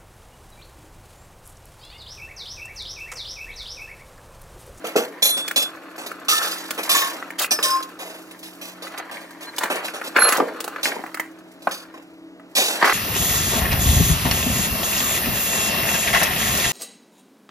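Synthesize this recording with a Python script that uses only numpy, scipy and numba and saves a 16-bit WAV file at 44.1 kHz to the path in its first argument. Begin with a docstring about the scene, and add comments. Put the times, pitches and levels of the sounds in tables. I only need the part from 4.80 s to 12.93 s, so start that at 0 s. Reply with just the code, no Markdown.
"""Shifting metal at a scrapyard

A worker shifts metal on a trailer in front of a two-microphone camera: knocks ring short modes of damped sheet,
and random contacts scuff the deck. To the right, clanks, rattles and thuds drive modes of scrap on a heap.
Some pieces there ring on with freely decaying modes; rubbed pieces squeal by stick-slip on a single mode.
A machine hums with wavering sine lines far to the left, over the filtered noise of the yard."""
import sys
import numpy as np
from scipy import signal
from scipy.fft import rfft, irfft, next_fast_len
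from scipy.io import wavfile
from scipy.ndimage import uniform_filter1d
from numba import njit

SR = 44100
rng = np.random.default_rng(int(sys.argv[2]) if len(sys.argv) > 2 else 0)


def makeup_ratio(level_db):
    """Linear amplitude ratio for a level in decibels (20 dB per factor of ten)."""
    decades = np.asarray(level_db, float) / 20
    return 10 ** decades


def put_to_file(sound):
    """Save the sound as 16-bit audio at rate SR, in the file named by the first command-line argument."""
    columns = np.atleast_2d(sound).T  # one column per channel
    safe = np.clip(columns, -1, 1)
    whole_steps = np.round(safe * 32767)
    wavfile.write(sys.argv[1], SR, whole_steps.astype(np.int16))


N = 358533
T = np.arange(N) / SR
SHRILL_HZ, THIN_HZ, LOW_HZ, BRIEF_HZ = 11029, 4208, 1060, 4130  # modes named in the table of squeals


def colour(x, points):
    """Minimum-phase filtering: folding the cepstrum makes the response through (Hz, dB) points causal."""
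    hz, db = np.transpose(points)
    grid = np.linspace(1, SR / 2, 1025)
    log_gain = np.interp(np.log(grid), np.log(hz), db) * np.log(10) / 20
    cepstrum = irfft(log_gain)
    cepstrum[1:1024] *= 2
    cepstrum[1025:] = 0
    impulse = irfft(np.exp(rfft(cepstrum)))
    return signal.fftconvolve(x, impulse)[:len(x)]


def unit(x):
    """Power normalisation: scales x to an rms of one."""
    return x / np.sqrt(np.mean(x ** 2) + 1e-18)


@njit
def ring(x, hz, gain, t60):
    """Modal superposition: a bank of exponentially decaying resonators driven by x."""
    y = np.zeros(len(x))
    for k in range(len(hz)):
        pole = np.exp((2j * np.pi * hz[k] - np.log(1000) / t60[k]) / SR)
        state = 0j
        for i in range(len(x)):
            state = state * pole + x[i]
            y[i] += gain[k] * state.imag
    return y


def add(out, start_s, x):
    """Linear superposition: mixes x into out from start_s."""
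    first = int(start_s * SR)
    out[first:first + len(x)] += x[:max(len(out) - first, 0)]


def walk(rate):
    """Slow random modulation: levels held for 1 / rate s and slewed twice, with a spread near 1."""
    hold = int(SR / rate)
    steps = np.repeat(rng.standard_normal(N // hold + 1), hold)
    return 1.7 * uniform_filter1d(uniform_filter1d(steps, hold), hold)[:N]


def chatter(size, spread_db):
    """Random contact mechanics: dense tiny contacts, a few much stronger than the rest."""
    strength_db = np.minimum(spread_db * rng.exponential(size=size), 14)
    return rng.standard_normal(size) * makeup_ratio(strength_db)


def patter(rate, spread_db, t60):
    """Poisson-like impacts: scattered small taps, rate per second, swell a bed of fine contact noise."""
    strength_db = np.minimum(spread_db * rng.exponential(size=N), 15)
    taps = (rng.random(N) < rate / SR) * makeup_ratio(strength_db)
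    bursts = signal.fftconvolve(taps, fade(t60, 0.0001, 1600))[:N]
    return chatter(N, spread_db=1.5) * (1 + 1.1 * bursts)


def fade(t60, rise_s, size, bend=1.0):
    """Energy decay: a quick rise, then a fall in dB; bend over 1 drops late, as bouncing scrap settles."""
    t = np.arange(size) / SR
    fall_db = -60 * (t / np.clip(t60, .02, 2)) ** bend
    return (1 - np.exp(-t / rise_s)) * makeup_ratio(fall_db)


def scrap(x, lo_hz, hi_hz, t60, dry, count):
    """Modal density: every bit of scrap has its own crowd of short modes, over the bare contact noise."""
    place_in_span = (np.arange(count) + rng.random(count)) / count
    hz = lo_hz * (hi_hz / lo_hz) ** place_in_span
    t60 = t60 * makeup_ratio(2 * rng.standard_normal(count))
    mode_db = 4 * rng.standard_normal(count)
    modes = ring(x, hz, makeup_ratio(mode_db) / np.sqrt(t60), t60)
    return unit(modes) + dry * unit(x)


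def machine():
    """Tonal radiation over broadband noise: distant motor lines waver over the rumble and hiss of the yard."""
    # motor lines: hz, level_db
    motor_lines = [(181, -48), (285, -54.5), (322, -48.5), (642, -58)]
    # spectrum of the yard noise: hz, level_db
    yard_spectrum = [(100, -31), (165, -25), (290, -6.5), (380, -12.5), (1400, -24.5), (3200, -30.5),
                     (7000, -43.5), (16000, -58)]
    yard_db = -46.5
    hum = np.zeros(N)
    for hz, db in motor_lines:
        level = np.sqrt(2) * makeup_ratio(db + 1.8 * walk(14))
        phase = 2 * np.pi * np.cumsum(hz * (1 + 0.0034 * walk(3))) / SR
        hum += level * np.sin(phase)
    yard = unit(colour(rng.standard_normal(N), yard_spectrum))
    return hum + makeup_ratio(yard_db + walk(1.1)) * yard


def loose(axis):
    """Addition of powers: level of loose scrap (axis 0 deck, 1 heap), a restless bed plus swelling shifts."""
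    # restless bed of loose scrap under the shifts: time_s, deck_scuff_db, heap_rattle_db
    restless = [(0, -42, -59.5), (2.6, -46, -71), (3.6, -52, -59), (5.7, -38.5, -57.5), (6.229, -41.5, -51),
                (6.57, -53, -67), (7.31, -81.5, -68.5), (8.13, -65, -88.5)]
    # a load of loose scrap shifts: loudest_s, deck_scuff_db, heap_rattle_db
    load_shifts = [(1.65, -29, -48), (2.17, -27, -37), (2.87, -32, -43.5), (4.19, -33.5, -69),
                   (4.82, -37.5, -44.5), (4.98, -35, -61), (5.53, -32, -32), (7.0, -44.5, -56.5),
                   (7.95, -48, -42.5), (8.1, -26.5, -48)]
    swell_db_per_s, settle_db_per_s = ((88, 108), (63.5, 144))  # each (deck, heap)
    bed = np.transpose(restless)
    power = makeup_ratio(np.interp(T, bed[0], bed[axis + 1])) ** 2
    for loudest_s, *db in load_shifts:
        rising_db = swell_db_per_s[axis] * (loudest_s - T)
        falling_db = settle_db_per_s[axis] * (T - loudest_s)
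        power += makeup_ratio(db[axis] - np.where(T < loudest_s, rising_db, falling_db)) ** 2
    return np.sqrt(power)


def squeals(rows):
    """Stick-slip locked to one mode: a slightly rough sine that swells and lets go."""
    start_db, end_db = -11.5, -26.5  # against the loudest moment
    out = 0
    for start_s, loudest_s, end_s, hz, db in rows:
        on = uniform_filter1d(1. * ((T > start_s) & (T < end_s)), size=200)
        shape_db = np.interp(T, [start_s, loudest_s, end_s], [start_db, 0, end_db])
        level = np.sqrt(2) * on * makeup_ratio(db + shape_db + 0.7 * walk(90))
        out = out + level * np.sin(2 * np.pi * hz * T + .15 * walk(60))
    return out


def thuds():
    """Low-mode excitation: a soft, heavy push of noise rings a few modes of a hollow body."""
    # heavy thuds: start_s, peak_db, t60_s
    heavy_blows = [(0.041, -17.5, 0.39), (0.155, -4.5, 0.44), (1.974, -30, 0.85), (5.579, -11.5, 0.92),
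                   (5.619, -15, 0.33)]
    # modes of the hollow body: hz, width_hz, level_db
    hollow_modes = [(342, 21, -18.5), (458, 33, -3.5), (491, 99, 4.5), (620, 110, -5), (756, 120, -9.5)]
    hz, width_hz, mode_db = np.transpose(hollow_modes)
    out, size = np.zeros(N), SR // 2
    for s, db, t60 in heavy_blows:
        envelope = fade(t60, 0.00054, size) + 3 * fade(0.045, 0.0003, size)
        push = rng.standard_normal(size) * envelope
        # a wider mode dies sooner
        sound = ring(push, hz, makeup_ratio(mode_db) * np.sqrt(width_hz), 3.8 / width_hz)
        add(out, s, makeup_ratio(db) * sound / np.abs(sound).max())
    return out


def pieces():
    """Free vibration: each blow rebalances a piece's modes; bounces roughen them until a touch damps the ring."""
    # four ringing pieces, each a list of modes: hz, level_db, t60_s
    # and then a list of blows: start_s, level_db, rings_freely_for_s
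    ringing_pieces = [ ([(3450, -1, 0.67), (4054, -2, 0.18), (5712, -1, 0.058), (6444, -23, 0.25),
                      (6850, -7.5, 0.18), (8590, -9, 0.39), (10590, -7, 0.13), (11920, -12, 0.12),
                      (12400, -7, .1), (2153, -17, 0.18)], [(0.426, -15.5, 0.29), (0.455, -17.5, 0.25),
                      (0.49, -26, 0.22), (0.76, -24, 0.1)]), ([(1250, -4.5, 0.26), (1322, -10.5, 0.99),
                      (1782, -16.5, 1), (3515, -11, 0.36), (4525, -14, .25), (5071, -26, .3),
                      (5962, -5.5, 0.19), (6778, -19, 0.17), (7693, -25, 0.2), (10530, -26, 0.17)],
                      [(1.487, -18.5, 0.39), (1.524, -18, 0.38), (1.628, -27.5, 0.2)]),
                      ([(700, -17.5, 0.52), (1093, 0.5, 0.37), (1143, -8, 0.29), (1244, -10, 0.37),
                      (1755, -6, 0.27), (3688, -3.5, 0.31), (5416, -12, 0.28), (5868, -14, .25),
                      (6800, -11.5, 0.15)], [(2.094, -24, 0.28), (2.15, -18.5, 0.23), (2.22, -26.5, 0.15)]),
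                      ([(608, -12, 0.26), (1770, -10.5, .3), (5090, -3.5, 0.33), (5280, -4, .18),
                      (5870, 1.5, 0.11), (4500, -18, .09), (6700, -18, .18), (8510, -0.5, 0.17),
                      (10550, -11, 0.069), (12420, -12, 0.1)], [(2.708, -21, 0.12), (2.838, -19.5, 0.18),
                      (2.905, -29.5, 0.14)]), ]
    out, size = np.zeros(N), SR // 2
    age_s = np.arange(size) / SR
    onset = np.minimum(np.arange(size) / 30, 1)
    for modes, blows in ringing_pieces:
        hz, mode_db, t60 = np.transpose(modes)
        for s, db, free_s in blows:
            push = chatter(size, spread_db=4) * fade(.2, .001, size)
            push *= .8 / np.linalg.norm(push)
            push[0] = .8  # the first blow
            # bent metal splits each mode into a close pair that beats
            twin_hz = hz * (1 + .01 * rng.standard_normal(len(hz)))
            # each blow finds another spot
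            spot_db = 2 * rng.standard_normal(len(hz))
            gain = makeup_ratio(db + mode_db + spot_db)
            sound = ring(push, hz, gain, t60) + ring(push, twin_hz, gain, .5 * t60)
            touch = makeup_ratio(-400 * np.clip(age_s - free_s, 0, None))  # 400 dB/s once touched
            add(out, s, sound * onset * touch)
    return out


def heap():
    """Repeated impact: clanks are bouncing contacts that die away through random modes; loose bits rattle."""
    # clanks: start_s, level_db, low_ring_against_treble_db, t60_s
    clanks = [(0.0435, -27.5, 15.5, 0.43), (0.16, -13, 13.5, 0.22), (0.4216, -13, 5.5, 0.28),
              (0.5683, -19.5, 9, 0.25), (0.7598, -9.5, 3.5, 0.25), (1.18, -30.5, 16.5, 0.51),
              (1.2613, -24.5, 10.5, 0.16), (1.4834, -8, -3.5, 0.48), (1.627, -20.5, -2, 0.83),
              (1.7107, -18, -12, 0.12), (1.977, -21, 17, 0.19), (2.0312, -19, -24, 0.14),
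              (2.0922, -7, -3, 0.36), (2.1406, -13, -7.5, 0.51), (2.3296, -38.5, 21, 0.73),
              (2.7089, -9, 4, 0.16), (2.827, -11, -16, 0.32), (2.9028, -29.5, -9, 0.58),
              (3.026, -21.5, -2, 0.062), (3.1896, -29, 14.5, 0.79), (3.34, -35, 15.5, 0.16),
              (3.51, -31, 11, 0.085), (3.628, -29.5, 4, 0.33), (3.8123, -27.5, 8.5, 0.52),
              (4.022, -25, 7.5, 0.39), (4.1762, -18.5, -9, 0.063), (4.3118, -28.5, 13.5, 0.51),
              (4.6066, -25.5, 5.5, 0.25), (4.8995, -17, 16, 0.4), (5.0443, -17.5, 6, 0.23),
              (5.136, -22.5, 12.5, 0.27), (5.2397, -19.5, 7.5, 0.23), (6.0302, -8.5, -5.5, 0.25),
              (6.0686, -29.5, 24, 0.36), (6.82, -34, 7, 0.38), (6.91, -18, 4, 0.27),
              (7.1403, -38, 19, 0.27), (7.751, -7, -3, 0.57), (7.7672, -7.5, 4.5, 0.67),
              (7.8792, -19.5, 11, 0.68), (8.0433, -12, -10, 0.5)]
    # treble of struck scrap: hz, level_db
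    treble = [(2500, 7.5), (3500, 13), (5500, 10), (8000, 8), (11000, 8), (13500, 6.5), (16000, 3)]
    crest_db = 19  # allowance for a clank's peak over its mean level
    moves_off_s = 3.9
    high, low, size = np.zeros(N), np.zeros(N), SR // 2
    for s, db, low_db, t60 in clanks:
        shape = fade(t60, 0.00036, size, bend=1.116)
        steps = np.repeat(rng.standard_normal(size // 300 + 1), 300)
        bounce = uniform_filter1d(steps, size=300)[:size]
        # uneven rebounds after the first blow
        unevenness = makeup_ratio(2.9 * bounce * (1.5 - shape))
        push = chatter(size, spread_db=0.5) * shape * unevenness
        scale = makeup_ratio(db - crest_db) * np.sqrt(np.mean(shape ** 2))
        add(high, s, scale * scrap(push, 2500, 15500, .04, 1.2, count=70))
        add(low, s, scale * makeup_ratio(low_db) * scrap(push, 550, 2800, .05, 0, count=30))
    rattle = unit(patter(20, 5.4, 0.058))
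    high += rattle * loose(axis=1)
    high = colour(high, [(1200, -31.5)] + treble)
    # once the work moves further off, the treble layer weakens, its top the most
    distant = colour(high, [(6000, -3.0), (14000, -5.5)])
    return np.where(T < moves_off_s, high, distant) + low


def deck():
    """Damped plate impact: a sharp push rings sheet at its body pitch under a tick; friction drags and scuffs."""
    # knocks: start_s, body_peak_db, lowest_body_mode_hz, tick_against_body_db
    knocks = [(0.068, -31, 1200, 9.5), (0.679, -20, 1640, 3.5), (0.711, -12.5, 1540, -8.5),
              (1.316, -20, 1210, -11), (1.907, -17.5, 1430, 3), (2.425, -16.5, 1290, -26),
              (2.504, -19.5, 1410, -8.5), (2.644, -11, 1960, -8), (2.789, -12.5, 980, -29),
              (4.069, -24, 1400, -7.5), (4.176, -20.5, 1460, -16.5), (4.369, -22.5, 1620, -17),
              (4.783, -19, 800, 9.5), (4.835, -10.5, 860, -3.5), (4.913, -23, 315, -13),
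              (4.957, -18.5, 480, -1), (5.084, -13.5, 1600, -24), (5.214, -17, 1210, -14),
              (5.363, 0, 1500, -23), (5.385, -3, 1010, -19.5), (5.42, -3.5, 1360, -11),
              (5.489, -10.5, 1610, 2), (5.523, -6.5, 1480, -1.5), (5.536, -8, 1100, -13),
              (5.369, -7, 1300, -12), (5.583, -7, 450, -28), (5.6, -3, 453, -30), (5.804, -19, 1260, 1.5),
              (5.842, -23, 348, 3), (5.878, -14.5, 675, -9.5), (5.961, -16.5, 1390, -35),
              (6.056, -5.5, 1390, -26), (6.119, -15.5, 1390, -20), (6.165, -15.5, 304, -27),
              (6.192, -19, 304, -23), (6.238, -17.5, 850, -17.5), (6.263, -23.5, 1178, -11),
              (6.344, -17.5, 1420, -3.5), (6.372, -21, 1340, -9), (6.397, -9.5, 1310, -4),
              (6.871, -5, 754, -21), (7.597, -36, 1200, -11.5), (8.027, 0.5, 1100, -27),
              (8.043, -4.5, 1210, -33.5), (8.08, -5, 1184, -24), (8.096, -2.5, 1390, -16.5),
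              (8.124, -9, 1440, -26)]
    # pieces dragged over the deck: start_s, length_s, grind_db, treble_db
    drags = [(2.581, 0.063, -30.5, -32), (4.807, 0.054, -26.5, -49), (5.354, 0.21, -21.5, -42),
             (8.011, 0.17, -20, -51)]
    # spectrum of scuffing: hz, level_db
    scuff_spectrum = [(120, -72), (200, -27.5), (485, -7.5), (926, -8), (1060, -4.5), (1710, -6),
                      (3500, -24.5), (4550, -24), (7700, -120)]
    knock_t60_s, body_span_hz = 0.28, 770  # the sheet shudders on after each knock
    drag_rise_s = 0.0054
    out, ticks, size = np.zeros(N), np.zeros(N), SR // 4
    for s, db, hz, tick_db in knocks:
        envelope = fade(knock_t60_s, .0003, size) + 10 * fade(.012, .0002, size)
        push = chatter(size, spread_db=2.5) * envelope
        push[8] += 3 * np.abs(push).mean() * size / 200  # the sharp blow itself
        body = scrap(push, hz, hz + body_span_hz, 0.014, 0, count=10)
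        add(out, s, makeup_ratio(db) * body / np.abs(body).max())
        tick = scrap(push, 2800, 15000, 0.025, 6.3, count=30)
        add(ticks, s, makeup_ratio(db + tick_db) * tick / np.abs(tick).max())
    grind = loose(axis=0)
    for s, length_s, grind_db, treble_db in drags:
        release = makeup_ratio(-900 * np.clip(T - s - length_s, 0, None))  # falls by 900 dB/s
        on = np.where(T > s, release, 0) * np.clip((T - s) / drag_rise_s, 0, 1)
        grind += makeup_ratio(grind_db) * on
        ticks += makeup_ratio(treble_db) * on * unit(patter(59, 3.0, .03))
    scuff = unit(colour(patter(90, 1.5, 0.03), scuff_spectrum))
    bright_ticks = colour(ticks, [(1500, -9.0), (3000, 10.5), (16000, -1)])
    return out + bright_ticks + scuff * grind


def place(x, lag_s, shade_db, wet_db, t60):
    """Interaural-like lag, shading and scattering: left hears x later by lag_s, its treble shaded by the camera."""
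    size = next_fast_len(N + SR // 8)
    hz = np.fft.rfftfreq(size, 1 / SR)
    side = np.array([[1], [-1]])  # left, right
    lag = np.exp(-1j * np.pi * hz * lag_s * side)
    shade = makeup_ratio(side * shade_db / 2 * np.clip(hz / 8000, 0, 1))
    out = rfft(x, size) * lag * shade
    # scattering by nearby scrap: its colour drifts slowly and differs between left and right
    drift = np.pi * walk(4)
    for share in (np.cos(drift), np.sin(drift)):
        tail = rng.standard_normal((2, SR // 8)) * fade(t60, 0.0025, SR // 8)
        tail *= makeup_ratio(wet_db) / np.linalg.norm(tail, axis=1, keepdims=True)
        scattering = np.clip(hz / 4500, .6, 2.6)  # long waves pass the scrap alike
        out += rfft(x * share, size) * rfft(tail, size) * scattering
    return irfft(out, size)[:, :N]


def scene():
    """Spatial superposition: heap to the right, deck ahead, machine to the left."""
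    # rubbed pieces by location: start_s, loudest_s, end_s, pitch_hz, loudest_db
    rubbed = {"deck": [(5.39, 5.443, 5.465, SHRILL_HZ, -18), (5.455, 5.47, 5.56, SHRILL_HZ, -23),
              (5.395, 5.46, 5.53, THIN_HZ, -25)], "heap": [(2.84, 2.965, 3.1, LOW_HZ, -19),
              (4.65, 4.697, 4.712, BRIEF_HZ, -37)]}
    # delay of the left side by source: left_lag_s
    left_lag_s = {"heap": 7.2 / SR, "deck": 0., "machine": -7 / SR}
    scatter_t60_s = .016
    right = heap() + pieces() + thuds() + squeals(rubbed["heap"])
    ahead = deck() + squeals(rubbed["deck"])
    right_placed = place(right, left_lag_s["heap"], -3.5, -6.0, scatter_t60_s)
    ahead_placed = place(ahead, left_lag_s["deck"], -1.2, 0.0, scatter_t60_s)
    left_placed = place(machine(), left_lag_s["machine"], 1.5, -13.5, 0.045)
    return right_placed + ahead_placed + left_placed


def band_limit(x):
    """A steep low-pass at the top of the band."""
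    return signal.sosfilt(signal.butter(12, 16520, fs=SR, output="sos"), x)


def record(dry):
    """Transducer response: microphones drop the bass, add faint rumble, round the peaks and cut the top."""
    low_cut_hz, rumble_db, top_hz = 208.5, -68.5, 16300
    bass_cut = signal.butter(7, low_cut_hz, "high", fs=SR, output="sos")
    cut = signal.sosfilt(bass_cut, dry)
    rumble_spectrum = [(20, -10.0), (150, 11.5), (300, -25.0)]  # hz, level_db
    common, left, right = (unit(colour(rng.standard_normal(N), rumble_spectrum)) for _ in range(3))
    cut = cut + makeup_ratio(rumble_db) * (common + np.array([left, right]))
    rounded = np.tanh(cut)
    top_cut = signal.ellip(8, .5, 60, top_hz, fs=SR, output="sos")
    finished = signal.sosfilt(top_cut, rounded)
    return band_limit(finished)


dry = scene()
out = record(dry)
put_to_file(out)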